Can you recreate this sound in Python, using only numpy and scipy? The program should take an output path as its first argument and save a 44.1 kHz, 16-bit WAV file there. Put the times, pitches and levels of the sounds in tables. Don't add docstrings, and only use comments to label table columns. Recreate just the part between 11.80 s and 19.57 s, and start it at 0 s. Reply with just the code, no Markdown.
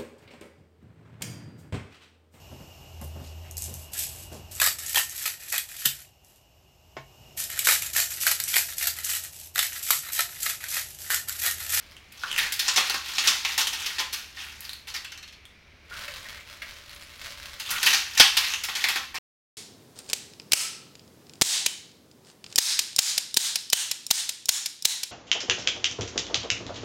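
import sys
import numpy as np
from scipy import signal
from scipy.fft import rfft, irfft
from scipy.io import wavfile
from scipy.ndimage import uniform_filter1d

SR = 44100
rng = np.random.default_rng(int(sys.argv[2]) if len(sys.argv) > 2 else 0)


def to_wav(s):
    ch = np.atleast_2d(s).T
    pcm = np.round(np.clip(ch, -1, 1) * 32767)
    wavfile.write(sys.argv[1], SR, pcm.astype(np.int16))


N = 342645
TIME = np.arange(N) / SR
TEN_MS = SR // 100

# (frequency [Hz], level [dB])
ROOM_TONE_EQ = [(20, -8.5), (60, 4.5), (95, 0), (130, -6), (450, -12), (900, -16.5), (1900, -12),
                (2300, -6), (2700, -13.5), (5800, -22), (7500, -35.5), (16000, -41)]
# (time [s], hold [s], level [dB])
BOWL_DIGS = [(0, 0.019, -50), (4.15, 0.19, -41.5), (4.47, 0.026, -42), (4.68, 0.023, -44.5),
             (4.87, .04, -45), (5.11, .12, -45), (5.42, 0.087, -40.5), (5.64, 0.0086, -41)]
# (time [s], level [dB])
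BOWL_KNOCKS = [(4.124, -41.5), (4.28, -33.5), (4.819, -34)]
# (frequency [Hz], level [dB])
BOWL_EQ = [(100, -6.5), (400, -30.5), (590, -2), (770, -18.5), (1000, -6), (2000, -3.5), (3000, -3.5),
           (4400, -5), (8000, -17.5), (16000, -21)]
# (time [s], level [dB], pitch [Hz])
BRIGHT_ACCENTS = [(.113, -52, 5000), (.167, -44.5, 3040), (.436, -25.5, 1460), (.515, -29, 3120),
                  (.528, -29, 3100), (.563, -27, 2750), (1.098, -24, 4500), (1.871, -25, 3100),
                  (2.807, -39, 12100), (2.852, -38, 4700), (2.894, -33.5, 4030), (2.933, -35, 4300),
                  (3.654, -45.5, 3450), (5.095, -44.5, 4290), (5.148, -51, 11000), (5.863, -36.5, 3550),
                  (6.4, -20.5, 9000), (6.404, -27, 11700)]
# (time [s], level [dB], die-away [s], treble send [dB])
SHELL_BREAKS = [(.322, -45.5, 0.0021, -1), (.578, -16.5, .008, -9.5), (.722, -25.5, 0.0056, 0),
                (.793, -21, .005, -5.5), (.881, -17.5, 0.0059, -18), (.96, -15.5, 0.0079, -13),
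                (1.382, -19, 0.0048, -17), (1.473, -12, 0.0069, -12.5), (1.649, -20.5, .004, -16),
                (1.778, -17, .01, -6.5), (1.805, -20, 0.0077, -10), (1.871, -25.5, .005, -7),
                (1.927, -25.5, 0.012, -9), (2.061, -26, 0.0059, -8), (2.183, -22.5, 0.0075, -16),
                (2.327, -26, 0.012, -4), (2.57, -32, .027, -21), (3.072, -32, 0.026, -10),
                (3.141, -26.5, 0.013, -11.5), (5.797, -30, 0.0068, -5.5), (5.906, -27, 0.0073, 2.5),
                (6.029, -19, .003, -6), (6.061, -13, .011, -7.5), (6.131, -15, .014, -12.5),
                (6.373, -14, 0.024, -11.5), (6.398, -2.5, .005, -16), (6.569, -14.5, 0.0064, -7),
                (6.737, -25, 0.00097, -17), (6.836, -26, 0.0074, -4), (6.952, -24, 0.0069, -11),
                (7.04, -17.5, 0.0037, -13.5), (7.085, -20, 0.0063, -7.5)]
# (time [s], pitch [Hz])
FRAGMENT_PITCH = [(.58, 2000), (.8, 4300), (1.47, 4300), (1.65, 3400), (3.15, 3100), (6.03, 2700),
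                  (6.1, 3600), (6.4, 3150), (6.85, 3900), (7.05, 2950)]
# (frequency [Hz], level [dB])
SHELL_EQ = [(200, -54.5), (700, -23), (1200, -15), (1600, -4), (3000, -1.5), (6400, 0.5), (7600, -5),
            (16000, -25.5)]
# (frequency [Hz], level [dB])
TREBLE_EQ = [(1000, -50), (5000, -5), (7500, 3), (10000, 3), (12500, 5), (16000, -3)]
# (time [s], send [dB])
RATTLE_SEND = [(.58, -32), (.8, -24), (.88, -12), (2.4, -13), (5.8, -16.5), (7.1, -13.5)]
# (frequency [Hz], level [dB])
RATTLE_EQ = [(60, -35.5), (180, -15), (310, -9.5), (640, -10), (800, 1.5), (1300, 4.5), (1900, -18),
             (5000, -34)]
# (frequency [Hz], level [dB], t60 [s])
SHEET_MODES = [(326, -12, .2), (1040, -9.5, .15), (1746, -0.5, 0.1), (2420, -14, 0.35), (2670, -3, 0.51),
               (2810, 3.5, .2), (3050, -2, 0.097), (4300, -0.5, 0.17)]
# (time of full grip [s], hold [s], level [dB])
SQUEEZES = [(.42, .09, -43), (.59, .05, -32.5), (.82, 0.33, -34), (1.28, 0.096, -35.5), (1.45, .03, -26),
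            (1.68, 0.014, -32.5), (2.0, 0.11, -35.5), (2.37, 0.011, -41.5), (2.62, 0.03, -39),
            (2.82, .05, -45), (5.93, .04, -30), (6.08, 0.025, -24.5), (6.35, 0.11, -36.5),
            (6.61, 0.087, -30.5), (6.98, 0.13, -33.5)]
# (start [s], end [s], opening level [dB], first pitch [Hz], last pitch [Hz])
SHELL_SCRAPES = [(.435, 0.562, -43, 1350, 1480), (0.469, 0.571, -37, 3100, 2980),
                 (0.576, 0.694, -33, 1900, 1720), (.76, .867, -48, 1720, 1730),
                 (4.109, 4.271, -43, 1490, 1650), (4.45, 4.596, -44, 1900, 2050),
                 (5.889, 5.989, -36, 1260, 1520), (6.031, 6.12, -33.5, 1440, 1610)]
# (time [s], level [dB], die-away [s])
LANDINGS = [(.974, -16.5, .01), (1.097, -24, 0.0049), (1.143, -25, 0.0031), (2.199, -24, .008),
            (6.886, -27, .0076), (7.157, -22, 0.0075), (7.343, -26.5, .02)]
# (frequency [Hz], level [dB])
THUMP_EQ = [(40, -12), (200, -5.5), (330, -2), (600, -2.5), (4000, -39.5)]


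def undb(db):
    return 10 ** (np.asarray(db) / 20)


def unit(x):
    return x / np.sqrt(np.sum(x ** 2))


def ring(x, response):
    return signal.fftconvolve(x, response)[:N]


def colour(eq, size=2048):
    hz, db = np.transpose(eq)
    grid = np.maximum(np.fft.rfftfreq(size, 1 / SR), 1)
    curve_db = np.interp(np.log(grid), np.log(hz), db)
    cepstrum = irfft(np.log(undb(curve_db)))
    cepstrum[1:size // 2] *= 2
    cepstrum[size // 2 + 1:] = 0
    return unit(irfft(np.exp(rfft(cepstrum))))


def fade(t, t60):
    return np.exp(-np.log(1000) * t / t60)


def place(times, sounds):
    starts = (np.ravel(times) * SR).astype(int)[:, None]
    sounds = np.reshape(sounds, (len(starts), -1))
    samples = np.maximum(starts + np.arange(sounds.shape[1]), 0)
    return np.bincount(samples.ravel(), sounds.ravel(), N)[:N]


def fragments(hz, cycles, size=256):
    turns = np.clip(np.ravel(hz), SR / 100, SR / 3)[:, None] * np.arange(size) / SR
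    pings = np.sin(2 * np.pi * turns) * np.exp(-turns / cycles)
    return pings / np.linalg.norm(pings, axis=1, keepdims=True)


def effort(strokes, rise_db_per_s, fall_db_per_s):
    curves_db = []
    for time, hold_s, db in strokes:
        attack_db = rise_db_per_s * np.maximum(time - TIME, 0)
        release_db = fall_db_per_s * np.maximum(TIME - time - hold_s, 0)
        curves_db.append(db - attack_db - release_db)
    return undb(np.max(curves_db, axis=0))


def crackle(envelope, hz, per_s, scatter_db, pitch_spread, cycles):
    count = int(per_s * N / SR)
    at = rng.integers(0, N, count)
    polarity = rng.choice([-1, 1], count)
    strength = undb(scatter_db * np.clip(rng.standard_normal(count), -2, 2))
    force = unit(polarity * strength) * np.sqrt(N) * envelope[at]
    pitch = hz * np.exp(pitch_spread * rng.standard_normal(count))
    return place(at / SR, force[:, None] * fragments(pitch, cycles)), place(at / SR, force)


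def crunches(times, db, die_s, hz, treble_db, blow_db, pitch_spread=.46, cycles=1.8, count=56):
    columns = np.array(np.broadcast_arrays(times, db, die_s, hz, treble_db, blow_db))
    times, db, die_s, hz, treble_db, blow_db = columns[:, :, None]
    shape = (len(times), count)
    crack = np.arange(count)
    progress = (crack + rng.random(shape) * (crack > 0)) / count
    onsets = times + die_s * (-np.log(1 - progress)) ** .8
    force = undb(6 * np.clip(rng.standard_normal(shape), -2, 2))
    force[:, 0] = undb(5)
    force /= np.linalg.norm(force, axis=1, keepdims=True)
    force *= rng.choice([-1, 1], shape) * undb(db) * np.sqrt(TEN_MS)
    pitch = hz * np.exp(pitch_spread * rng.standard_normal(shape))
    pings = place(onsets, force.reshape(-1, 1) * fragments(pitch, cycles))
    body = undb(-3.5) * ring(pings, colour(SHELL_EQ))
    return body, place(onsets, force * undb(treble_db)), place(onsets, force * undb(blow_db))


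def room_tone(noise_db=-54.5, hum_hz=74, hum_db=-63.5, waver=.3, points=64):
    drift = np.interp(TIME, np.linspace(0, TIME[-1], points), rng.standard_normal(points))
    hum = np.sqrt(2) * np.sin(2 * np.pi * hum_hz * TIME) * (1 + waver * drift)
    noise = ring(rng.standard_normal(N), colour(ROOM_TONE_EQ, size=8192))
    return undb(noise_db) * noise + undb(hum_db) * hum


def bowl(tick_db=-10):
    digging = effort(BOWL_DIGS, rise_db_per_s=220, fall_db_per_s=53.5)
    _, rubbing = crackle(digging, hz=3000, per_s=380, scatter_db=6.5, pitch_spread=0, cycles=1)
    ticks, _ = crackle(digging, hz=3680, per_s=130, scatter_db=3, pitch_spread=.56, cycles=2)
    times, db = np.transpose(BOWL_KNOCKS)
    body, treble, blows = crunches(times, db, die_s=.004, hz=1900, treble_db=-36, blow_db=-1.5,
                                   pitch_spread=.21, cycles=2.4)
    return ring(rubbing + blows, colour(BOWL_EQ)) + body, undb(tick_db) * ticks + treble


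def reflections(early_db=-7, late_db=-4, early_t60=.077, low_t60=.41, high_t60=.37, split_hz=6500):
    t = TIME[:int(SR * .6)]
    early, late, airy = rng.standard_normal((3, len(t))) * (t > .0015)
    low = signal.sosfilt(signal.butter(2, split_hz, fs=SR, output="sos"), late)
    high = signal.sosfilt(signal.butter(2, split_hz, "high", fs=SR, output="sos"), airy)
    tail = unit(low * fade(t, low_t60) + high * fade(t, high_t60))
    return undb(early_db) * unit(early * fade(t, early_t60)) + undb(late_db) * tail


def kitchen(cracks, spots=4, block=64):
    spot = np.repeat(rng.integers(0, spots, N // block + 1), block)[:N]
    crossfades = [uniform_filter1d(1. * (spot == k), block) for k in range(spots)]
    return sum(ring(cracks * np.sin(np.pi / 2 * share), reflections()) for share in crossfades)


def bright_accents(edge_ratio=2.2, edge_db=-7, low_cut_hz=1000):
    times, db, hz = np.transpose(BRIGHT_ACCENTS)
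    ping = fragments(hz, cycles=4, size=768)
    edge = fragments(edge_ratio * hz, cycles=.51, size=768)
    force = undb(db) * np.sqrt(TEN_MS)
    track = place(times, force[:, None] * (ping + undb(edge_db) * edge))
    return signal.sosfilt(signal.butter(3, low_cut_hz, "high", fs=SR, output="sos"), track)


def breaks():
    times, db, die_s, treble_db = np.transpose(SHELL_BREAKS)
    hz = np.interp(times, *np.transpose(FRAGMENT_PITCH))
    blow_db = np.interp(times, *np.transpose(RATTLE_SEND))
    return crunches(times, db, die_s, hz, treble_db, blow_db)


def sheet(blows, cracks, sing_db=-17):
    t = TIME[:SR // 2]
    modes = sum(undb(db) * np.sin(2 * np.pi * hz * t) * fade(t, t60) for hz, db, t60 in SHEET_MODES)
    singing = ring(blows + .5 * cracks, unit(modes))
    return ring(blows, colour(RATTLE_EQ)) + undb(sing_db) * singing


def kneading(body_db=-3, treble_db=-10, blow_db=-14):
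    grip = effort(SQUEEZES, rise_db_per_s=158, fall_db_per_s=106)
    pings, clicks = crackle(grip, hz=2970, per_s=800, scatter_db=4, pitch_spread=.54, cycles=1.8)
    body = undb(body_db) * ring(pings, colour(SHELL_EQ))
    return body, undb(treble_db) * clicks, undb(blow_db) * clicks


def scrapes(slips_per_s=300, fade_db_per_s=45, scatter_db=2, pitch_spread=.065):
    track = np.zeros(N)
    for start, end, db, first_hz, last_hz in SHELL_SCRAPES:
        count = int(slips_per_s * (end - start))
        times = np.sort(rng.uniform(start, end, count))
        slip_db = db - fade_db_per_s * (times - start) + scatter_db * rng.standard_normal(count)
        force = np.sqrt(SR / slips_per_s) * undb(slip_db)
        glide_hz = np.interp(times, [start, end], [first_hz, last_hz])
        pitch = glide_hz * np.exp(pitch_spread * rng.standard_normal(count))
        track += place(times, force[:, None] * fragments(pitch, cycles=6, size=768))
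    return track


def landings():
    times, db, die_s = np.transpose(LANDINGS)
    return crunches(times, db, die_s, hz=2700, treble_db=-12, blow_db=-6)


def rocking(start_s=3.245, first_gap_s=.074, min_gap_s=.048, gap_kept=.35, first_db=-34.5, loss_db=2.5):
    tap = np.arange(6)
    gaps = min_gap_s + (first_gap_s - min_gap_s) * gap_kept ** tap
    times = start_s + np.cumsum(gaps) - gaps
    return crunches(times, first_db - loss_db * tap, die_s=.0045, hz=3450, treble_db=-13, blow_db=-15)


def thump(time_s=6.399, db=-22, t60=.035):
    t = TIME[:SR // 8]
    burst = rng.standard_normal(len(t)) * fade(t, t60)
    knock = unit(ring(burst, colour(THUMP_EQ)))
    return place([time_s], undb(db) * np.sqrt(TEN_MS) * knock)


def scene(direct_db=-4, sharp_direct_db=-3.5, sharp_room_db=-2, free_sheet_db=7.5):
    taps = rocking()
    body, treble, blows = np.sum([breaks(), landings(), taps, kneading()], axis=0)
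    rummaging, ticks = bowl()
    in_hand = body + scrapes()
    tap_drive = undb(free_sheet_db) * taps[0]
    on_counter = sheet(blows, body + tap_drive) + rummaging
    sharp = ring(treble, colour(TREBLE_EQ)) + bright_accents() + ticks
    direct = undb(direct_db) * (in_hand + on_counter) + undb(sharp_direct_db) * sharp
    reverb = kitchen(in_hand + undb(sharp_room_db) * sharp) + ring(on_counter, reflections())
    return (direct + reverb + thump() + room_tone())[None]


def record(dry, stop_s=7.385, high_cut_hz=16000):
    rounded = np.tanh(dry) * (TIME < stop_s)
    return signal.sosfilt(signal.ellip(10, .1, 70, high_cut_hz, fs=SR, output="sos"), rounded)


dry = scene()
out = record(dry)
to_wav(out)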